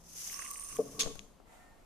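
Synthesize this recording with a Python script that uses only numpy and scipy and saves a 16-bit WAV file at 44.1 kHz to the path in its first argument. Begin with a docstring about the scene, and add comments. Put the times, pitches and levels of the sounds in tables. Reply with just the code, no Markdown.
"""A hiss comes first, over faint room tone: a string is pulled off a wooden toy top in its wooden holder.
Friction makes the spindle whir and squeak, and it rattles in its hole. The top drops on a table with a
hollow knock, the modes of both ringing together. The holder clatters as it is taken away, the hand bumps
about, and the top spins on quietly, its tip scouring the wood. The small room reverberates."""
import sys
import numpy as np
from scipy import signal
from scipy.fft import rfft, irfft, next_fast_len
from scipy.io import wavfile
from scipy.ndimage import map_coordinates

SR = 44100
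rng = np.random.default_rng(int(sys.argv[2]) if len(sys.argv) > 2 else 0)


def put_to_file(sound):
    """Save the sound as 16-bit audio at rate SR, in the file named by the first command-line argument."""
    columns = np.atleast_2d(sound).T  # one column per channel
    safe = np.clip(columns, -1, 1)
    whole_steps = np.round(safe * 32767)
    wavfile.write(sys.argv[1], SR, whole_steps.astype(np.int16))


N = 81585

# Levels are relative within a table; balance is left over right; tilt brightens a spectrum.
# Envelopes (t/s, level/dB)
HUM_ENVELOPE = [(0, -67.5), (0.3, -70.5), (0.55, -79)]  # faint hum in the room
STRING_ENVELOPE = [(0.0, -66.5), (0.085, -57), (0.145, -51), (0.185, -44), (0.25, -41), (0.32, -44.5),
                   (0.42, -48.5), (0.6, -60), (0.76, -51.5), (0.82, -54.5), (1.0, -54.5), (1.15, -74)]  # string running out
FIZZ_ENVELOPE = [(0.1, -73), (0.2, -79), (0.32, -46.5), (0.38, -60), (0.52, -71), (0.76, -64)]  # its airy fizz at full speed
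RUB_ENVELOPE = [(0.15, -65), (0.28, -60), (0.34, -50), (0.5, -45), (0.63, -47.5), (0.755, -46.5),
                (0.795, -69), (0.98, -72)]  # spindle rubbing in the holder
CRACKLE_ENVELOPE = [(0.28, -72), (0.315, -61.5), (0.42, -53.5), (0.5, -63.5), (0.63, -72), (0.71, -59),
                    (0.78, -68)]  # string's last turns and loose spindle
HOLLOW_ENVELOPE = [(0.29, -67), (0.33, -72), (0.345, -57), (0.47, -55), (0.65, -64), (0.77, -56),
                   (0.93, -74.5), (1.01, -51.5), (1.1, -64), (1.3, -87)]  # holder's hollow note
RUMBLE_ENVELOPE = [(0.68, -80), (0.72, -61.5), (0.8, -57), (0.98, -54.5), (1.18, -62), (1.3, -72),
                   (1.45, -88)]  # table under the top
SETTLE_ENVELOPE = [(0.79, -65), (0.83, -47.5), (0.95, -57), (1.02, -44), (1.1, -46.5), (1.16, -65.5),
                   (1.25, -66.5), (1.35, -101)]  # tip drumming as the top settles
DRAUGHT_ENVELOPE = [(1.03, -66), (1.06, -46.5), (1.13, -56), (1.17, -57), (1.22, -65), (1.35, -77)]  # air stirred by the hand
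SCOUR_ENVELOPE = [(1.4, -106), (1.47, -67.5), (1.54, -59.5), (1.66, -65), (1.75, -69.5), (1.85, -69.5)]  # tip scouring the table

# Spectra (f/Hz, level/dB)
AMBIENT_SPECTRUM = [(12, -17), (20, 7), (60, -1.5), (127, -12), (202, -8.5), (610, -13), (1180, -18),
                    (1600, -25.5), (5680, -32), (14500, -39.5)]  # room tone
STRING_SPECTRUM = [(500, -33), (2900, -23), (4200, -24.5), (5400, -14.5), (6350, -8.5), (7300, -19.5),
                   (10200, -17), (11500, -20.5), (14300, -24)]  # sliding string
FIZZ_SPECTRUM = [(5000, -36), (8500, -16), (10300, -1), (14300, 7)]  # string at full speed
CRACKLE_SPECTRUM = [(900, -10), (1600, -1.5), (2100, -7), (2800, 6.5), (3300, -38), (6000, -38)]  # string's last turns
RATTLE_SPECTRUM = [(300, -15.5), (1000, -12.5), (2000, 13), (3000, 9), (4300, -21), (6000, -12.5),
                   (9000, -22), (14000, -21.5)]  # spindle striking its hole
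CLACK_SPECTRUM = [(300, -39), (1000, -11), (2000, -7), (3300, 2.5), (5100, 2), (7000, 0), (8000, -5.5),
                  (10200, -7.5), (12000, -18.5), (14300, -20)]  # holder clattering
DRAUGHT_SPECTRUM = [(20, 7), (80, -11), (200, -11.5), (600, -49), (3000, -116.5)]  # stirred air
BUMP_SPECTRUM = [(30, -14), (90, 2), (200, -11), (450, 0), (900, -7.5), (1700, -19.5), (3000, -38),
                 (14000, -49)]  # hand bumping
TICK_SPECTRUM = [(300, -18), (1500, -11.5), (2600, 0), (3800, 0), (5000, -11), (6500, -10), (8000, -25),
                 (14000, -36)]  # holder's last tick
SCOUR_SPECTRUM = [(400, 0), (1500, 11.5), (5000, -4), (7000, 6), (14000, -4)]  # hiss of the tip

# Stereo spread of the string's hiss (f/Hz, balance/dB)
STRING_BALANCE = [(4200, 1), (5400, 8), (6350, -2), (8300, -5), (11000, 5.5)]
# Squeaky resonances of the spindle (f/Hz, bandwidth/Hz, level/dB, balance/dB)
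SPINDLE_MODES = [(2060, 200, -15, -5), (6000, 450, -13, 22), (6400, 157, 2, -8.5), (7900, 910, -4, -5.5),
                 (8970, 144, 9, -8)]
# Slips of the spindle (t/s, f/Hz, level/dB)
SPINDLE_SLIPS = [(0.2757, 6200, -35), (0.3345, 9500, -43), (0.3433, 5642, -36), (0.372, 9065, -44),
                 (0.3926, 6395, -36.5), (0.408, 8800, -46), (0.598, 9100, -37), (0.639, 9130, -37),
                 (0.646, 8980, -41), (0.731, 9000, -44.5)]
# Knocks of the spindle in its hole (t/s, level/dB, tilt/(dB/octave))
SPINDLE_IMPACTS = [(0.298, -35, 7.5), (0.3297, -40, -12), (0.342, -44, 4), (0.3706, -46, -5),
                   (0.3933, -36, -7.5), (0.4208, -34.5, -10), (0.452, -40, 5), (0.4632, -37.5, -4),
                   (0.513, -30, 19), (0.5581, -39.5, -3), (0.5911, -43.5, -2), (0.6267, -45, 3),
                   (0.637, -40, 18), (0.6936, -55, 0), (0.7253, -45, 8), (0.7677, -33.5, 10)]
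# Low resonances of the table (f/Hz, bandwidth/Hz, level/dB)
RUMBLE_MODES = [(140, 37, 5), (203, 18, 8), (270.2, 4.6, 13)]
# The top striking the table (t/s, level/dB)
LANDING_IMPACTS = [(0.7877, -23), (0.7919, -17.5)]
# Top and table ringing together (f/Hz, level/dB, T60/s, balance/dB)
TABLE_MODES = [(201.6, -21.5, 0.08, -1), (280, -15.5, 0.099, -1), (443.6, -2, 0.086, 2.5),
               (470.6, -17.5, 0.077, 5.5), (592.6, -12, 0.29, 11), (689, -27.5, 0.09, 6)]
# Clacks of the holder (t/s, level/dB, tilt/(dB/octave), ringing re clack/dB)
HOLDER_IMPACTS = [(0.9947, -21, 7.5, -19), (0.9974, -22, 8, -8), (1.0015, -16, 4.5, -12),
                  (1.0046, -20, 5, -27), (1.0082, -16.5, 0, 6), (1.0148, -16, 4.5, -17),
                  (1.0178, -26.5, -5, 8.5), (1.0225, -20, 3, 3.5), (1.0314, -30.5, -10, 7),
                  (1.0353, -25, -1, 0)]
# Ringing of the holder (f/Hz, level/dB, T60/s)
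HOLDER_MODES = [(3330, -27, 0.05), (3525, -27, 0.045), (4466, -31, 0.05), (4980, -31, 0.05),
                (6365, -24, 0.05), (6450, -6, 0.011)]
# Soft bumps of the hand (t/s, level/dB, balance/dB, tilt/(dB/octave))
HAND_IMPACTS = [(1.0593, -35, 22, -2), (1.072, -33, 17.5, 2), (1.155, -39.5, 16.5, 7.5),
                (1.4013, -44.5, 9, -2)]
# Resonances driven by the tip (f/Hz, bandwidth/Hz, level/dB)
TIP_MODES = [(728, 94, 5), (888, 44, -2), (1340, 29, -0.5), (1790, 42, -4), (2000, 35, -1.5)]
# Thin notes of the tip (peak t/s, f/Hz, level/dB, rise/s, fall/s)
TIP_NOTES = [(1.51, 1335, -70, 0.021, 0.036), (1.64, 1824, -69.5, 0.049, 0.13),
             (1.73, 897, -69, 0.027, 0.022)]
# Reverberation time of the room (f/Hz, T60/s)
ROOM_DECAY = [(150, 0.48), (500, 0.88), (2000, 0.51), (6000, 0.51), (14000, 0.81)]

HOLLOW_HZ, HOLLOW_BALANCE_DB = 1126, 12.5  # the holder's hollow note
TIME = np.arange(N) / SR


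def amp(db):
    """Amplitude ratio: tenfold for every 20 dB."""
    return 10 ** (np.asarray(db) / 20)


def unit(x):
    """Normalisation to an rms of 1."""
    return x / np.sqrt(np.mean(x ** 2) + 1e-20)


def pan(db):
    """Interchannel level difference as left and right gains."""
    return amp(np.array([[0.5], [-0.5]]) * db)


def along(points, hz):
    """Interpolation on a logarithmic frequency axis."""
    f, values = np.transpose(points)
    return np.interp(np.log(hz + 1), np.log(f + 1), values)


def envelope(rows):
    """Gain interpolated in decibels, falling 200 dB/s beyond the end points."""
    s, db = np.transpose(rows)
    return amp(np.interp(TIME, s, db) - 200 * np.abs(TIME - np.clip(TIME, s[0], s[-1])))


def wobble(rate_hz):
    """Random modulation: a spline through Gaussian values drawn at rate_hz."""
    knots = rng.standard_normal(int(N * rate_hz / SR) + 4)
    return map_coordinates(knots, [TIME * rate_hz])


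def filtered(x, response):
    """Linear filtering: the spectrum is multiplied by a frequency response."""
    size = next_fast_len(N + SR // 2)
    return irfft(rfft(x, size) * response(np.fft.rfftfreq(size, 1 / SR)), size)[..., :N]


def resonance(f, hz, width):
    """Frequency response of a damped oscillator."""
    return 1j * f * width / (hz * hz - f * f + 1j * f * width)


def noise(response, alike=0):
    """Partly coherent stereo noise of rms 1; alike is the share of power common to both sides."""
    white = rng.standard_normal((3, N))
    return unit(filtered(np.sqrt(1 - alike) * white[:2] + np.sqrt(alike) * white[2], response))


def hiss(spectrum, alike=0):
    """Spectral shaping of white noise."""
    return noise(lambda f: amp(along(spectrum, f)), alike)


def driven_modes(modes, alike):
    """Random excitation of resonators in parallel."""
    return noise(lambda f: sum(amp(db) * resonance(f, hz, width) for hz, width, db in modes), alike)


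def impact(spectrum, t60, tilt=0, common=0.17, size=4096):
    """An impact as a decaying noise burst through a minimum-phase filter; common feeds both sides."""
    f = np.fft.rfftfreq(size, 1 / SR)
    colour_db = along(spectrum, f) + tilt * np.log2(np.clip(f, 1000, 12000))
    cepstrum = irfft(np.log(amp(colour_db)))
    cepstrum[1:size // 2] *= 2  # folding makes the filter causal
    cepstrum[size // 2 + 1:] = 0
    burst = rng.standard_normal((2, size)) + common * rng.standard_normal(size)
    burst *= amp(-60 * np.arange(size) / SR / t60)
    x = irfft(rfft(burst) * np.exp(rfft(cepstrum)))
    return x / np.linalg.norm(x, axis=1, keepdims=True) * np.sqrt(t60 * SR / 60)


def ring(hz, t60, attack_s):
    """Free vibration of one mode: an exponentially damped sinusoid."""
    t = TIME[:SR // 3]
    return np.sin(2 * np.pi * hz * t) * amp(-60 * t / t60) * (1 - np.exp(-t / attack_s))


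def add(out, s, x):
    """Superposition of x on out, starting at time s."""
    i = round(s * SR)
    out[:, i:i + x.shape[-1]] += x[..., :N - i]


def in_room(x, wet_db):
    """Reverberation: direct sound plus a diffuse tail, each frequency decaying at its own rate."""
    hz, t, bands = signal.stft(rng.standard_normal((2, SR // 2)), SR, nperseg=256)
    tail = signal.istft(bands * amp(-60 * t / along(ROOM_DECAY, hz)[:, None]), SR, nperseg=256)[1]
    tail *= np.minimum(TIME[:tail.shape[1]] / 0.0015, 1)
    return x + amp(wet_db) * signal.fftconvolve(x, tail / np.linalg.norm(tail[0]), axes=1)[:, :N]


def room_tone():
    """Ambient noise: steady broadband rumble and hiss, with a faint hum that fades early."""
    hum = np.sin(2 * np.pi * 167 * TIME + 0.28 * wobble(8.7))
    floor = amp(-60.5) * hiss(AMBIENT_SPECTRUM, alike=0.52) * pan(2.5)
    return floor + envelope(HUM_ENVELOPE) * unit(hum)


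def string():
    """Sliding friction: the string's hiss and fizz are modulated as fibres catch and the pull surges."""
    catch_db, surge_db = 0.5, 1.5
    fibres = amp(catch_db * wobble(500) + surge_db * wobble(89.5))
    friction = noise(lambda f: amp(along(STRING_SPECTRUM, f)) * pan(along(STRING_BALANCE, f)))
    slide = envelope(STRING_ENVELOPE) * unit(fibres * friction)
    fizz = envelope(FIZZ_ENVELOPE) * unit(fibres * hiss(FIZZ_SPECTRUM)) * pan(11)
    return slide + fizz


def spindle_response(f):
    """Modal superposition: the spindle responds as the sum of its resonances."""
    return sum(amp(db) * pan(side) * resonance(f, hz, width) for hz, width, db, side in SPINDLE_MODES)


def spindle_whir():
    """Amplitude modulation: friction peaks once a turn, driving the slowing spindle and hollow holder."""
    spin_hz, sag_hz_per_s, whir_db, rough_db = 50.24, 35, 3, 3
    turns = np.cumsum(spin_hz - sag_hz_per_s * TIME + 3 * wobble(11.95)) / SR
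    grip = amp(whir_db * np.cos(2 * np.pi * turns) + rough_db * wobble(600))
    rub = unit(filtered(grip * rng.standard_normal((2, N)), spindle_response))
    hollow = unit(filtered(grip * rng.standard_normal(N), lambda f: resonance(f, HOLLOW_HZ, 94) ** 2))
    return envelope(RUB_ENVELOPE) * rub + envelope(HOLLOW_ENVELOPE) * hollow * pan(HOLLOW_BALANCE_DB)


def spindle_squeaks():
    """Stick-slip friction: each slip emits a rough tone a few milliseconds long."""
    half_length_s, rough_rad = 0.0015, 0.63
    out = np.zeros((2, N))
    for s, hz, db in SPINDLE_SLIPS:
        phase = 2 * np.pi * hz * TIME + rough_rad * np.array([wobble(1000), wobble(1000)])
        pulse = np.exp(-0.5 * ((TIME - s) / half_length_s) ** 2)
        out += amp(db) * pan(-7.5) * pulse * np.sin(phase)
    return in_room(out, wet_db=-0.5)


def crackle():
    """Random amplitude modulation: the string's last turns and the loose spindle crackle drily."""
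    grains = amp(2.8 * wobble(400)) * hiss(CRACKLE_SPECTRUM)
    return envelope(CRACKLE_ENVELOPE) * unit(grains) * pan(-2.5)


def spindle_rattle():
    """Impulse excitation: knocks in the hole ring the spindle's modes and the holder's hollow note."""
    knocks = np.zeros((2, N))
    hollow = ring(HOLLOW_HZ, t60=0.11, attack_s=0.00066) * pan(HOLLOW_BALANCE_DB)
    for s, db, tilt in SPINDLE_IMPACTS:
        add(knocks, s, amp(db + 6) * impact(RATTLE_SPECTRUM, t60=0.005, tilt=tilt, common=1.5) * pan(-1))
        add(knocks, s, amp(db - 18.5 - max(tilt, 0)) * hollow)  # weaker in bright knocks
    ringing = amp(-3) * filtered(knocks, spindle_response)
    return in_room(knocks + ringing, wet_db=-5.5)


def table_rumble():
    """Forced vibration: the spinning top drives the table's low resonances."""
    return envelope(RUMBLE_ENVELOPE) * driven_modes(RUMBLE_MODES, alike=0.97)


def landing():
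    """Damped free vibration: top and table ring together on impact, then are cut short."""
    free_s, damped_t60 = 0.033, 0.0092
    knock = np.zeros((2, N))
    modes = sum(amp(db) * pan(side) * ring(hz, t60, attack_s=0.0014) for hz, db, t60, side in TABLE_MODES)
    for s, db in LANDING_IMPACTS:
        add(knock, s, amp(db) * modes)
    damped_s = np.maximum(TIME - LANDING_IMPACTS[0][0] - free_s, 0)
    return in_room(knock * amp(-60 * damped_s / damped_t60), wet_db=-22)


def settling():
    """Sustained excitation: the drumming tip keeps the modes of top and table droning."""
    def response(f):
        return sum(amp(db / 2) * pan(side) * resonance(f, hz, width=3.63 / t60) ** 2
                   for hz, db, t60, side in TABLE_MODES)
    return envelope(SETTLE_ENVELOPE) * noise(response, alike=0.96)


def holder_ring():
    """Free vibration of the holder, its modes varying in strength from blow to blow."""
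    return sum(amp(db + rng.normal(0, 1)) * ring(hz, t60, attack_s=0.0002)
               for hz, db, t60 in HOLDER_MODES)


def holder_clatter():
    """Friction and impact: the holder scrapes and clatters in a run of bright, ringing clacks."""
    start_s, rise_s, hold_s, t60 = 0.9895, 0.0053, 0.023, 0.091
    t = TIME - start_s
    stroke = np.clip(t / rise_s, 0, 1) ** 2 * amp(-60 * np.maximum(t - hold_s, 0) / t60)
    grains = unit(amp(4.5 * wobble(1200)) * hiss(CLACK_SPECTRUM))
    out = amp(-30) * stroke * grains * pan(4)
    for s, db, tilt, ring_db in HOLDER_IMPACTS:
        clack = impact(CLACK_SPECTRUM, t60=0.0057, tilt=tilt)
        add(out, s, amp(db) * pan(-2) * clack)
        add(out, s, amp(db + ring_db) * pan(-2) * holder_ring())
    return in_room(out, wet_db=-9)


def hand():
    """Soft impacts and air flow are mostly low in frequency: the hand bumps and stirs air on the left."""
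    bumps = np.zeros((2, N))
    for s, db, side, tilt in HAND_IMPACTS:
        add(bumps, s, amp(db) * pan(side) * impact(BUMP_SPECTRUM, t60=0.02, tilt=tilt))
    draught = envelope(DRAUGHT_ENVELOPE) * hiss(DRAUGHT_SPECTRUM, alike=0.29) * pan(20)
    return in_room(bumps, wet_db=-26) + draught


def holder_tick():
    """Added damping: the holder, being held, rings only briefly after one last dry tick."""
    start_s, held_t60 = 1.1927, 0.037
    tick = np.zeros((2, N))
    damping = amp(-60 * TIME[:SR // 3] / held_t60)
    add(tick, start_s, impact(TICK_SPECTRUM, t60=0.002, common=0.58))
    add(tick, start_s, amp(-5.5) * damping * holder_ring())
    return in_room(amp(-26) * pan(11.5) * tick, wet_db=-20)


def tip():
    """Frictional excitation: the spinning tip scours the table faintly and sings a few thin notes."""
    scour = driven_modes(TIP_MODES, alike=0.17) + amp(-4) * hiss(SCOUR_SPECTRUM)
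    out = envelope(SCOUR_ENVELOPE) * scour
    for s, hz, db, rise, fall in TIP_NOTES:
        swell = np.exp(-((TIME - s) / np.where(TIME < s, rise, fall)) ** 2)
        out += amp(db) * swell * unit(np.sin(2 * np.pi * hz * TIME + 0.5 * wobble(31.85)))
    return out


def scene():
    """Linear superposition: the sound pressures of all sources add."""
    launch = room_tone() + string() + spindle_whir() + spindle_squeaks() + crackle() + spindle_rattle()
    drop = table_rumble() + landing() + settling()
    return launch + drop + holder_clatter() + hand() + holder_tick() + tip()


def record(dry):
    """Band limiting: an ideal low-pass filter removes the highest treble."""
    return filtered(dry, lambda hz: hz < 14550)


dry = scene()
out = record(dry)
put_to_file(out)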